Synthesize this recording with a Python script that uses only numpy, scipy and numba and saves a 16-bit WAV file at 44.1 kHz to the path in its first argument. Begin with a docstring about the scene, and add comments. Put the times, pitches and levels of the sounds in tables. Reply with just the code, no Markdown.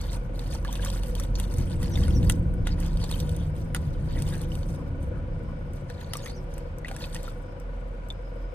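"""Wet mud, scooped from a small waterlogged hole by a stick, then a bare hand, close to the microphone.
It tears in tiny slips, crackles with bursting pockets and grit, and squishes through gaps;
clods smack down, bubbles plip, the stick knocks on firm ground.
Far off, a slow one-cylinder engine rings its exhaust and traffic rumbles by.
Insects shrill; a small bird calls twice."""
import sys
import numpy as np
from scipy import signal
from scipy.fft import rfft, irfft, next_fast_len
from scipy.io import wavfile
from scipy.ndimage import uniform_filter1d
from numba import njit

SR = 44100
rng = np.random.default_rng(int(sys.argv[2]) if len(sys.argv) > 2 else 0)


def inscribe(sig):
    """Save sig as 16-bit PCM at rate SR to the path in sys.argv[1].

    A 1-D sig is mono; a 2-D sig holds one channel per row.
    Samples are clipped to [-1, 1] before scaling.
    """
    pcm = np.round(np.clip(np.atleast_2d(sig).T, -1, 1) * 32767)
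    wavfile.write(sys.argv[1], SR, pcm.astype(np.int16))


N = 376613
T = np.arange(N) / SR
FREQ = np.maximum(np.arange(N // 2 + 1) * SR / N, 1)

# wet mud spectrum: f/Hz, level/dB
SQUELCH = [(410, -35), (700, 6), (1110, -3.5), (2100, -5), (2330, -8), (3030, -4), (3740, -5), (5000, -5.5),
           (5830, -16.5), (7000, -3.5), (9100, -101), (15400, -120)]
# spectrum of grit and bursting films: f/Hz, level/dB
FIZZ = [(3240, -39), (5500, -9.5), (6070, -7.5), (7130, -16.5), (7930, -8), (9110, -6), (10500, -12.5),
        (11300, -27.5), (12600, -11), (13900, -16.5), (15200, -26), (16000, -39)]
# mud smacks: t/s, level/dB, ring f/Hz, treble offset/dB
SMACKS = [(0.131, -36, 3180, -6), (0.3928, -27.5, 3760, -17), (0.6482, -27.5, 1150, -18),
          (0.7545, -27, 3850, -26), (0.848, -35.5, 2100, 6.5), (0.86, -28, 1480, -20),
          (0.9016, -24.5, 4050, -14), (1.0342, -28.5, 2900, -14), (1.152, -30, 3140, -9),
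          (1.1983, -29, 1260, -1.5), (1.3544, -27, 4400, -18), (1.439, -33, 3620, -18),
          (1.829, -37, 2070, -1), (2.081, -30, 1410, -12), (2.23, -35.5, 2900, -22),
          (2.673, -23, 3940, -16), (2.9718, -35.5, 3120, -11.5), (3.041, -24.5, 4700, -16),
          (3.113, -23, 4200, -8.5), (3.2012, -31.5, 3430, -2.5), (3.293, -33, 3700, -8),
          (3.7639, -28, 1300, -15), (4.2216, -34, 2900, -18), (4.3526, -42, 1600, -3),
          (4.553, -35.5, 2960, -7.5), (4.631, -35.5, 3020, -20), (5.9, -32, 1720, -16),
          (6.1346, -25, 1290, -5.5), (6.1348, -21, 3000, -20), (6.1535, -31, 2300, -20),
          (6.2598, -30.5, 1280, -14), (6.2987, -33, 4100, -24), (6.58, -38.5, 1460, -5.5),
          (6.8832, -29.5, 1560, -14), (6.9133, -28.5, 1490, -19), (6.9638, -32, 1700, -8),
          (7.1465, -30.5, 4200, -4.5), (7.164, -32, 1900, -10)]
# stick knocks: t/s, level/dB, favoured f/Hz, crack offset/dB, spray level/dB
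KNOCKS = [(1.3994, -25, 4400, -3, -54), (2.2982, -14.5, 2700, -2, -48), (2.6704, -21, 1700, -12, -53),
          (3.7472, -16.5, 1400, -5, -41)]


def undb(db):
    """Decibels to gain."""
    return 10 ** (np.asarray(db) / 20)


def unit(x):
    """Scale to rms 1."""
    return x / np.sqrt(np.mean(x ** 2) + 1e-30)


def by_hz(table):
    """Table read at FREQ, on a log axis."""
    hz, value = np.transpose(table)
    return np.interp(np.log(FREQ), np.log(hz), value)


def filtered(x, response):
    """Apply a response given on FREQ."""
    size = next_fast_len(N + SR // 4)
    grid = np.arange(size // 2 + 1) * SR / size
    return irfft(rfft(x, size) * np.interp(grid, FREQ, response), size)[..., :N]


def coloured(x, spectrum, size=1024):
    """Minimum-phase filter: no ringing ahead of a click; white noise keeps its power."""
    hz, db = np.transpose(spectrum)
    grid = np.maximum(np.arange(size // 2 + 1) * SR / size, 1)
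    cepstrum = irfft(np.log(undb(np.interp(np.log(grid), np.log(hz), db))))
    cepstrum[1:size // 2] *= 2
    cepstrum[size // 2 + 1:] = 0
    response = irfft(np.exp(rfft(cepstrum)))
    return signal.oaconvolve(x, response[None] / np.linalg.norm(response))[:, :N]


def resonance(hz, width_hz):
    """One resonance, gain 1 at centre."""
    return 1 / (1 + 1j * (FREQ ** 2 - hz ** 2) / (FREQ * width_hz))


def walk(rate_hz):
    """Smooth random wander, rms 1."""
    hold = int(SR / rate_hz)
    steps = np.repeat(rng.standard_normal(N // hold + 1), hold)
    return unit(uniform_filter1d(steps, hold)[:N])


def gate(start_s, hold_s, attack_s, release_s):
    """Envelope: exponential rise up to start_s, hold, exponential decay."""
    before = np.maximum(start_s - T, 0) / attack_s
    after = np.maximum(T - start_s - hold_s, 0) / release_s
    return np.exp(-np.minimum(before + after, 30))


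def sine(hz):
    """Sine along a pitch curve."""
    return np.sin(2 * np.pi * np.cumsum(hz) / SR)


def diffuse_noise():
    """Stereo noise of a far sound field."""
    # left-right likeness: f/Hz, coherence
    coherence = [(30, 0.96), (60, 1), (130, 0.89), (290, 0.94), (640, 0.38), (1410, -0.37), (3100, 0.12),
                 (15000, 0.07)]
    alike = np.clip(by_hz(coherence), -1, 1)
    mid = filtered(rng.standard_normal(N), np.sqrt((1 + alike) / 2))
    side = filtered(rng.standard_normal(N), np.sqrt((1 - alike) / 2))
    return np.array([mid + side, mid - side])


def scatter(x, t60_s):
    """Short diffuse tail, different in each ear."""
    age = np.arange(SR // 6) / SR
    tail = rng.standard_normal((2, len(age))) * undb(-60 * age / t60_s) * (age > .001)
    return signal.oaconvolve(x, tail / np.linalg.norm(tail, axis=1, keepdims=True), axes=1)[:, :N]


@njit
def rings(start_s, hz, cycles, gain, pan, rise):
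    """Damped sines: 60 dB down after `cycles`, pitch up by the fraction `rise`."""
    out = np.zeros((2, N))
    for k in range(len(start_s)):
        first, count = int(start_s[k] * SR), int(cycles[k] * SR / hz[k]) + 2
        phase = 0.
        for i in range(max(0, min(count, N - first))):
            age = i / count
            phase += 2 * np.pi * hz[k] * (1 + rise * age) / SR
            sample = gain[k] * np.sin(phase) * np.exp(-6.9 * age) * (1 - np.exp(-phase / 7))
            out[0, first + i] += sample * (1 + pan[k])
            out[1, first + i] += sample * (1 - pan[k])
    return out


def grains(per_s, low_hz, high_hz, cycles, spread_db, rise, max_pan=.6):
    """Shower of tiny bursts of every size; even spectrum, rms 1."""
    when, pitch, life, strength, place = rng.random((int(per_s * N / SR), 5)).T
    hz = low_hz * (high_hz / low_hz) ** pitch
    ring_cycles = cycles * 2 ** (2 * life - 1)
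    gain = undb(-spread_db * np.log(np.maximum(strength, .02))) * hz / np.sqrt(ring_cycles)
    return unit(rings(when * N / SR, hz, ring_cycles, gain, max_pan * (2 * place - 1), rise))


def slips(per_s, decay_s, spread_db):
    """Pressure envelope of many tiny slips, each a quick rise and fall; rms 1."""
    when, strength = rng.random((int(per_s * N / SR), 2)).T
    energy = undb(-2 * spread_db * np.log(np.maximum(strength, .015)))
    impulses = np.bincount((when * N).astype(int), energy, N)
    age = np.arange(SR // 50) / SR / decay_s
    power = signal.oaconvolve(impulses, age * np.exp(-2 * age))[:N]
    return unit(np.sqrt(np.abs(power)))


def strokes(attack_s=.03, release_s=.012, settle_db=-7, settle_s=.11, seep_db=(-63, -74.5)):
    """Squelch and fizz, relative dB: strokes bite, hold, let go; mud creeps back; water always seeps."""
    # strokes of stick, then hand: t/s, length/s, squelch/dB, fizz/dB
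    scoops = [(0.002, 0.082, -47.5, -53.5), (0.116, 0.05, -49, -53), (0.351, 0.15, -52.5, -57),
              (0.521, 0.034, -44.5, -46.5), (0.668, 0.048, -47, -57), (0.72, 0.054, -45.5, -49.5),
              (0.817, 0.079, -43, -48), (0.932, 0.068, -50.5, -51.5), (1.032, 0.14, -54, -57.5),
              (1.176, 0.072, -47, -52), (1.386, 0.062, -47, -50.5), (1.518, 0.12, -49.5, -51),
              (1.682, 0.058, -49, -53), (1.817, 0.063, -42.5, -47), (1.957, 0.15, -45, -50.5),
              (2.132, 0.23, -49.5, -53.5), (2.673, 0.07, -47, -60), (2.798, 0.086, -42.5, -50),
              (2.999, 0.27, -50, -55), (3.074, 0.14, -49.5, -50), (3.26, 0.21, -53, -57),
              (3.559, 0.061, -54.5, -57), (3.756, 0.48, -56, -63), (4.101, 0.062, -51.5, -60),
              (4.191, 0.16, -46.5, -50), (4.363, 0.079, -48, -52.5), (4.493, 0.13, -55, -54.5),
              (4.698, 0.062, -55, -57), (5.027, 0.018, -61, -61.5), (5.742, 0.072, -58.5, -64.5),
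              (5.898, 0.21, -52.5, -63.5), (6.134, 0.068, -46, -56), (6.241, 0.079, -48.5, -53),
              (6.522, 0.11, -55.5, -67), (6.872, .11, -52.5, -57), (7.01, 0.047, -43, -48),
              (7.146, 0.021, -45, -48), (7.245, 0.055, -50.5, -56)]
    power = np.outer(undb(seep_db) ** 2, np.ones(N))
    for start_s, length_s, squelch_db, fizz_db in scoops:
        span = slice(*np.searchsorted(T, [start_s - attack_s, start_s + length_s + 1]))
        bite = np.clip(1 + (T[span] - start_s) / attack_s, 0, 1)
        after_s = np.maximum(T[span] - start_s - length_s, 0)
        fade = np.maximum(np.exp(-after_s / release_s), undb(settle_db) * np.exp(-after_s / settle_s))
        power[:, span] += np.outer(undb([squelch_db, fizz_db]), bite * fade) ** 2
    return 10 * np.log10(power)


def digging(hard_db=-51, growth=1.1):
    """Mud tears in crackling slips; pockets pop in the wet mass, grit fizzes above."""
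    squelch_db, fizz_db = strokes()
    surge_db = 2.3 * walk(45)
    tearing = slips(per_s=480, decay_s=.003, spread_db=2.6)
    pops = grains(per_s=700, low_hz=800, high_hz=6000, cycles=27, spread_db=2.3, rise=.18)
    grit = grains(per_s=800, low_hz=4500, high_hz=16000, cycles=42, spread_db=3.9, rise=.03)
    scraping = slips(per_s=450, decay_s=.001, spread_db=3.1)
    crackle = tearing * rng.standard_normal(N)
    scrape = scraping * rng.standard_normal(N)
    smear = .42 * rng.standard_normal((2, 2, N))
    # gentle kneading only smears; hard work tears and pops
    force = undb(growth * np.minimum(squelch_db - hard_db, 0))
    squelch = coloured(force * (.8 * pops + .58 * crackle) + smear[0], SQUELCH)
    fizz = coloured(.75 * grit + .55 * scrape + smear[1], FIZZ)
    return squelch * undb(squelch_db + surge_db - 7) + fizz * undb(fizz_db + surge_db - 5)


def engine(level_db=-46.7, puff_s=.012):
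    """Each firing rings the exhaust with a thud and a gas puff; echoes from the land fill the gaps."""
    # firing rate: t/s, f/Hz
    firing = [(0, 24.06), (7.6, 24.06), (8.54, 23.95)]
    # exhaust resonances: f/Hz, width/Hz, level/dB
    exhaust = [(259.9, 7.6, -4.5), (490.5, 40, 0.5), (550, 42, -3.5), (653, 108, -14), (977, 32, -10),
               (1464.5, 88, -12.5), (2276, 270, -24), (3015, 120, -29.5)]
    firing_hz = np.interp(T, *np.transpose(firing))
    cycle = np.cumsum(firing_hz * (1 + .001904 * walk(5))) / SR % 1
    fires = np.diff(cycle, prepend=0) < 0
    pulses = unit(fires * undb(.94 * walk(18)))
    thumps = filtered(pulses, 1 / (1 + 1j * FREQ / 900))
    puffs = (unit(np.exp(-cycle / firing_hz / puff_s)) + .7) * diffuse_noise()
    pipe = sum((-1) ** k * undb(db) * resonance(hz, width_hz) ** 2
               for k, (hz, width_hz, db) in enumerate(exhaust))
    return unit(filtered(thumps + .75 * puffs, pipe)) * undb(level_db)


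def motor_note(hz, db, waver, flutter_db, rate_hz):
    """Motor note wandering in pitch and level."""
    return unit(sine(hz * (1 + waver * walk(rate_hz)))) * undb(db + flutter_db * walk(rate_hz))


def drone(fade_s=.22):
    """Deep traffic drone; each note fades into the next."""
    # drone notes: t/s, length/s, f/Hz, level/dB
    notes = [(0, 1.53, 43.5, -30), (2.581, 0.54, 34.64, -26.5), (3.2, 2.6, 34.4, -35.5),
             (6.298, 1.1, 34.33, -37), (7.732, 1.03, 41.85, -34)]
    power = np.array([(undb(db) * gate(start_s, length_s, fade_s, fade_s)) ** 2
                      for start_s, length_s, _, db in notes])
    hz = np.array(notes)[:, 2] @ power / power.sum(0)
    return motor_note(hz, 10 * np.log10(power.max(0)), waver=.025, flutter_db=2, rate_hz=10)


def passing_motor(centre_hz=169.9, shift_hz=19, pass_s=2.4, glide_s=2.1, loudest_s=2.49):
    """Hum sinks from approaching to receding pitch; arrives fast, fades slowly with distance."""
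    hz = centre_hz - shift_hz * np.tanh((T - pass_s) / glide_s)
    distance = (T - loudest_s) / np.where(T < loudest_s, 1, 2.14)
    db = -31 - 20 * np.log10(1 + distance ** 2)
    return motor_note(hz, db, waver=.05, flutter_db=3, rate_hz=30)


def traffic(bed_db=-56.5, crossover_hz=170, upper_follows=.73):
    """Dull rumble, swelling mostly in the bass as traffic passes, plus drone and motor hum."""
    # passing swells: peak t/s, half width/s, level/dB
    swells = [(.6, 0.99, -36.5), (1.63, 0.079, -26.5), (2.191, 0.12, -18), (3.2, 1, -31), (4.2, 0.12, -28),
              (5.1, 0.39, -34.5), (7.0, 0.16, -42.5)]
    # rumble spectrum: f/Hz, level/dB
    spectrum = [(12, -29.5), (20, -3), (85, 2), (129, -3), (164, -6), (248, -13.5), (346, -16), (440, -30),
                (484, -17.5), (558, -36.5), (585, -30), (900, -42), (1170, -50), (1980, -120)]
    power = sum(undb(db) ** 2 / (1 + ((T - peak_s) / width_s) ** 2) for peak_s, width_s, db in swells)
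    bass_db = 10 * np.log10(undb(bed_db) ** 2 + power)
    upper_db = bass_db.mean() + upper_follows * (bass_db - bass_db.mean())
    noise = unit(filtered(diffuse_noise(), undb(by_hz(spectrum))))
    bass = filtered(noise, 1 / (1 + (FREQ / crossover_hz) ** 4))
    rumble = bass * undb(bass_db) + (noise - bass) * undb(upper_db)
    return undb(.8) * rumble + undb(-1.5) * (drone() + .8 * passing_motor())


def air(level_db=-51):
    """Soft, nearly steady outdoor air."""
    # air spectrum: f/Hz, level/dB
    spectrum = [(120, -22), (300, 7.5), (780, 6), (1250, 3), (2000, -4), (2900, -9), (4000, -16.5),
                (6500, -24), (10000, -44), (16000, -61)]
    return unit(filtered(diffuse_noise(), undb(by_hz(spectrum)))) * undb(level_db + .17 * walk(2.7))


def insects(period_s=.925, centre_s=5.57, duty=.53):
    """One insect trills in phrases, another holds a thin high note."""
    # bands of trill and note: f/Hz, width/Hz, level/dB
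    bands = [(5100, 190, -77), (8450, 600, -81)]
    trill, note = (unit(filtered(rng.standard_normal((2, N)), resonance(hz, width_hz) ** 2)) * undb(db)
                   for hz, width_hz, db in bands)
    cycle = np.cos(2 * np.pi * (T - centre_s) / period_s)
    phrases = np.clip(.5 + 2 * (cycle - np.cos(np.pi * duty)), 0, 1)
    return trill * phrases * undb(2 + 2 * walk(40)) + note


def ticks(decay_s=.0011):
    """A grain slips or a mud film snaps: bright tick, no body."""
    # single snaps: t/s, level/dB
    snaps = [(0.014, -35.5), (0.728, -31.5), (1.236, -37), (1.54, -33), (1.584, -35), (2.296, -25),
             (2.3105, -35), (2.3209, -26), (2.539, -48), (2.803, -36), (2.863, -38), (3.365, -37.5),
             (3.765, -37), (4.2223, -31), (4.416, -37), (5.7354, -46), (6.17, -29), (6.54, -41),
             (6.785, -42.5), (7.231, -37), (7.6, -47.5), (8.087, -46), (8.103, -52), (8.124, -50)]
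    envelope = sum(undb(db) * gate(start_s, 0, .0005, decay_s) for start_s, db in snaps)
    return coloured(envelope * rng.standard_normal((1, N)), FIZZ)


def squishes(relative_width=.22, gain_db=-2.5):
    """Mud and water rush through a gap; its resonance glides as it opens or closes."""
    # squeezes: t/s, core length/s, start f/Hz, end f/Hz, level/dB
    squeezes = [(.08, .025, 3200, 4200, -50), (.673, .014, 3500, 3300, -46), (.674, .026, 750, 1000, -45),
                (.818, .022, 2700, 3400, -46), (1.345, .025, 5800, 5800, -46),
                (2.715, .022, 4700, 4500, -49), (3.01, .045, 4400, 4400, -47), (3.38, .07, 3200, 3600, -58),
                (4.15, .05, 1900, 2200, -50), (4.31, .06, 2200, 1500, -52), (4.76, .09, 1100, 1100, -55),
                (5.11, .1, 1400, 1400, -55), (5.45, .08, 1100, 1100, -54), (6.252, .03, 1500, 2600, -46),
                (6.275, .04, 3900, 4500, -50), (6.848, .016, 2000, 2700, -46),
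                (6.88, .014, 2900, 2500, -44), (7.015, .04, 4400, 3400, -47),
                (7.148, .025, 2500, 3200, -48)]
    pressure = slips(per_s=330, decay_s=.0007, spread_db=1)
    rush = pressure * (rng.standard_normal(N) + 1j * rng.standard_normal(N))
    out = np.zeros(N)
    for start_s, core_s, start_hz, end_hz, db in squeezes:
        span = slice(int((start_s - core_s / 4) * SR), min(int((start_s + core_s * 5 / 4) * SR), N))
        lowpass = signal.butter(2, relative_width * start_hz / 2, fs=SR, output="sos")
        flutter = signal.sosfilt(lowpass, rush[span])
        hz = np.geomspace(start_hz, end_hz, len(flutter))
        burst = np.real(flutter * np.exp(2j * np.pi * np.cumsum(hz) / SR))
        out[span] += undb(db + gain_db) * unit(burst * np.hanning(len(burst)))
    return out


def smacks(crack_s=.0013, spatter_s=.009, spatter_db=-23, cycles=22, overtone=1.5, overtone_db=-6):
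    """A clod lands: sharp crack, short spatter, two resonances of the pocket it closes."""
    start_s, db, hz, treble_db = np.transpose(SMACKS)
    age = np.arange(SR // 20) / SR
    decay = np.exp(-age / crack_s) + undb(spatter_db) * np.exp(-age / spatter_s)
    envelope = decay * (1 - np.exp(-age / .00025))
    noise = rng.standard_normal((len(hz), 2, len(age)))
    body, treble = np.zeros((2, 1, N + len(age)))
    for k, first in enumerate((start_s * SR).astype(int)):
        span = slice(first, first + len(age))
        # a pocket radiates little below its own pitch
        band = signal.butter(2, [min(.85 * hz[k], 2600), 4600], "bandpass", fs=SR, output="sos")
        body[0, span] += undb(db[k] - 6.5) * envelope * unit(signal.sosfilt(band, noise[k, 0]))
        treble[0, span] += undb(db[k] + treble_db[k] + 5.5) * envelope * noise[k, 1]
    life, pan = np.full(len(hz), cycles), np.zeros(len(hz))
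    ring = rings(start_s, hz, life, undb(db), pan, rise=.037)
    ring += rings(start_s, hz * overtone, life * overtone, undb(db + overtone_db), pan, rise=.071)
    return body[:, :N] + coloured(treble, FIZZ) + ring


def thuds(hz=700, width_hz=800, decay_s=.0025, level_db=-40, follows=.5):
    """Soft ground answers each blow with a dead knock; it yields to the hardest."""
    power = sum((undb(follows * (db + 25)) * gate(start_s, 0, .0005, decay_s)) ** 2
                for start_s, db, *_ in SMACKS + KNOCKS)
    ground = unit(filtered(rng.standard_normal(N), resonance(hz, width_hz) ** 2))
    return undb(level_db) * np.sqrt(power) * ground


def bubbles(cycles_at_1khz=34, rise=.07, snap_db=-13, snap_s=.002):
    """Larger air pockets snap open in the water, ring briefly and rise in pitch."""
    # air pockets: t/s, level/dB, f/Hz
    pockets = [(0.5504, -36, 870), (0.649, -32, 1700), (0.794, -36, 1600), (0.8595, -34, 1130),
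               (0.883, -35.5, 3180), (0.959, -37, 1450), (1.956, -29, 3600), (1.974, -34, 2050),
               (2.035, -34, 3170), (3.125, -31, 3720), (3.14, -32.5, 3030), (4.331, -39.5, 1670),
               (4.518, -36, 2950), (6.1534, -30, 1184), (6.264, -39, 3350), (6.847, -27.5, 1960),
               (6.912, -33, 775), (7.02, -36, 4100), (7.041, -36, 2550), (7.156, -36, 1830),
               (7.279, -32.5, 1344), (8.103, -28.5, 3490)]
    start_s, db, hz = np.transpose(pockets)
    pan = rng.uniform(-.13, .49, len(hz))
    out = rings(start_s, hz, cycles_at_1khz * np.sqrt(hz / 1000), undb(db + 4), pan, rise)
    age = np.arange(SR // 40) / SR
    bursts = rng.standard_normal((len(hz), len(age))) * np.exp(-age / snap_s)
    for k, first in enumerate((start_s * SR).astype(int)):
        band = signal.butter(2, [.6 * hz[k], 2.2 * hz[k]], "bandpass", fs=SR, output="sos")
        snap = signal.sosfilt(band, bursts[k]) * np.sqrt(SR / (3.2 * hz[k]))  # power restored
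        out[:, first:first + len(age)] += undb(db[k] + snap_db) * snap
    return out


def knocks(crack_s=.0011, reach_octaves=1.1, spray_s=.018):
    """Stick on firm ground: crack, woody ring, mud spray; each contact favours other modes."""
    # knock modes: f/Hz, level/dB, t60/s
    modes = [(980, -9, .012), (1440, -2, .017), (2000, -3.5, .012), (2800, -3, .01), (3280, -4, .011),
             (3900, -6, .009)]
    start_s, db, favoured_hz, crack_db, spray_db = np.transpose(KNOCKS)
    ring = 0
    for k, (mode_hz, mode_db, t60_s) in enumerate(modes):
        octaves = np.log2(mode_hz / favoured_hz)
        gain = (-1) ** k * undb(db + mode_db) / (1 + (octaves / reach_octaves) ** 2)
        hz = mode_hz * (1 + .01 * rng.standard_normal(len(db)))
        ring = ring + rings(start_s, hz, hz * t60_s, gain, pan=np.zeros(len(db)), rise=0.)
    crack = sum(undb(level) * gate(t, 0, .0001, crack_s) for t, level in zip(start_s, db + crack_db))
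    spray = sum(undb(level) * gate(t, spray_s, .0002, .004) for t, level in zip(start_s, spray_db))
    return (ring + coloured(crack * rng.standard_normal((1, N)), FIZZ)
            + coloured(spray * rng.standard_normal((2, N)), SQUELCH))


def bird(rasp=.026):
    """Two calls of thin, rasping notes that slide up and down."""
    # bird notes: t/s, length/s, start f/Hz, end f/Hz, level/dB
    chirps = [(1.86, 0.025, 5150, 5550, -51), (1.897, 0.067, 6350, 5300, -46),
              (2.089, 0.045, 5050, 5500, -52), (2.132, 0.065, 6250, 5150, -43),
              (6.016, 0.041, 7200, 5840, -59), (6.086, 0.04, 3730, 5330, -55),
              (6.142, 0.054, 6260, 5140, -48), (6.203, 0.094, 7060, 5830, -48.5),
              (6.295, 0.075, 3900, 5340, -56), (6.336, 0.08, 6900, 4640, -55)]
    out = np.zeros(N)
    waver = 1 + rasp * walk(1400)
    for start_s, length_s, start_hz, end_hz, db in chirps:
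        first, count = int(start_s * SR), int(length_s * SR)
        span = slice(first, first + count)
        hz = np.geomspace(start_hz, end_hz, count) * waver[span]
        out[span] += undb(db) * np.hanning(count) * sine(hz)
    return undb(-1.5) * out + undb(-2.5) * scatter(np.array([out, out]), t60_s=.089)


def slowing_motor():
    """A far motor eases off; its notes swell and sink."""
    # motor glides: t/s, length/s, start f/Hz, end f/Hz, level/dB
    glides = [(4.243, 0.56, 338, 327.3, -44.5), (4.5, 0.87, 287, 259.4, -46), (5.249, .5, 262, 183, -47),
              (6.123, .7, 422, 294.6, -48)]
    out = np.zeros(N)
    waver = 1 + .015 * walk(30)
    flutter_db = 2.5 * walk(14)
    for start_s, length_s, start_hz, end_hz, db in glides:
        first, count = int(start_s * SR), int(length_s * SR)
        span = slice(first, first + count)
        hz = np.geomspace(start_hz, end_hz, count) * waver[span]
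        out[span] += undb(db + flutter_db[span]) * np.hanning(count) * sine(hz)
    return out


def hole(x, echo_db=-7):
    """The microphone ports hear the hole at an angle; walls and ground scatter a very short tail."""
    # lead of the left port: f/Hz, phase/rad
    lead = [(100, 0), (2000, 1.1), (4200, 1.7), (6000, 4), (8000, 4.9), (10000, 5.7), (14000, 7.3)]
    direct = np.array([filtered(x[0], np.exp(1j * by_hz(lead))), x[1]])
    return direct + undb(echo_db) * scatter(x, t60_s=.049)


def lean(pair):
    """Far sounds lean left, mainly in the midrange."""
    # balance: f/Hz, left minus right/dB
    balance = [(30, -2), (120, 1.5), (250, -1), (500, 6), (1200, 3), (4000, -1.5)]
    half_db = by_hz(balance) / 2
    return np.array([filtered(pair[0], undb(half_db)), filtered(pair[1], undb(-half_db))])


def scene():
    """Digging close by, countryside around it."""
    near = hole(digging() + smacks() + ticks() + knocks() + thuds() + squishes() + bubbles())
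    far = lean(engine() + traffic() + slowing_motor() + air() + insects())
    return near + far + bird()


def record(dry):
    """Steep recorder low-pass at 15.7 kHz."""
    return signal.sosfilt(signal.ellip(8, .2, 70, 15700, fs=SR, output="sos"), dry)


dry = scene()
out = record(dry)
inscribe(out)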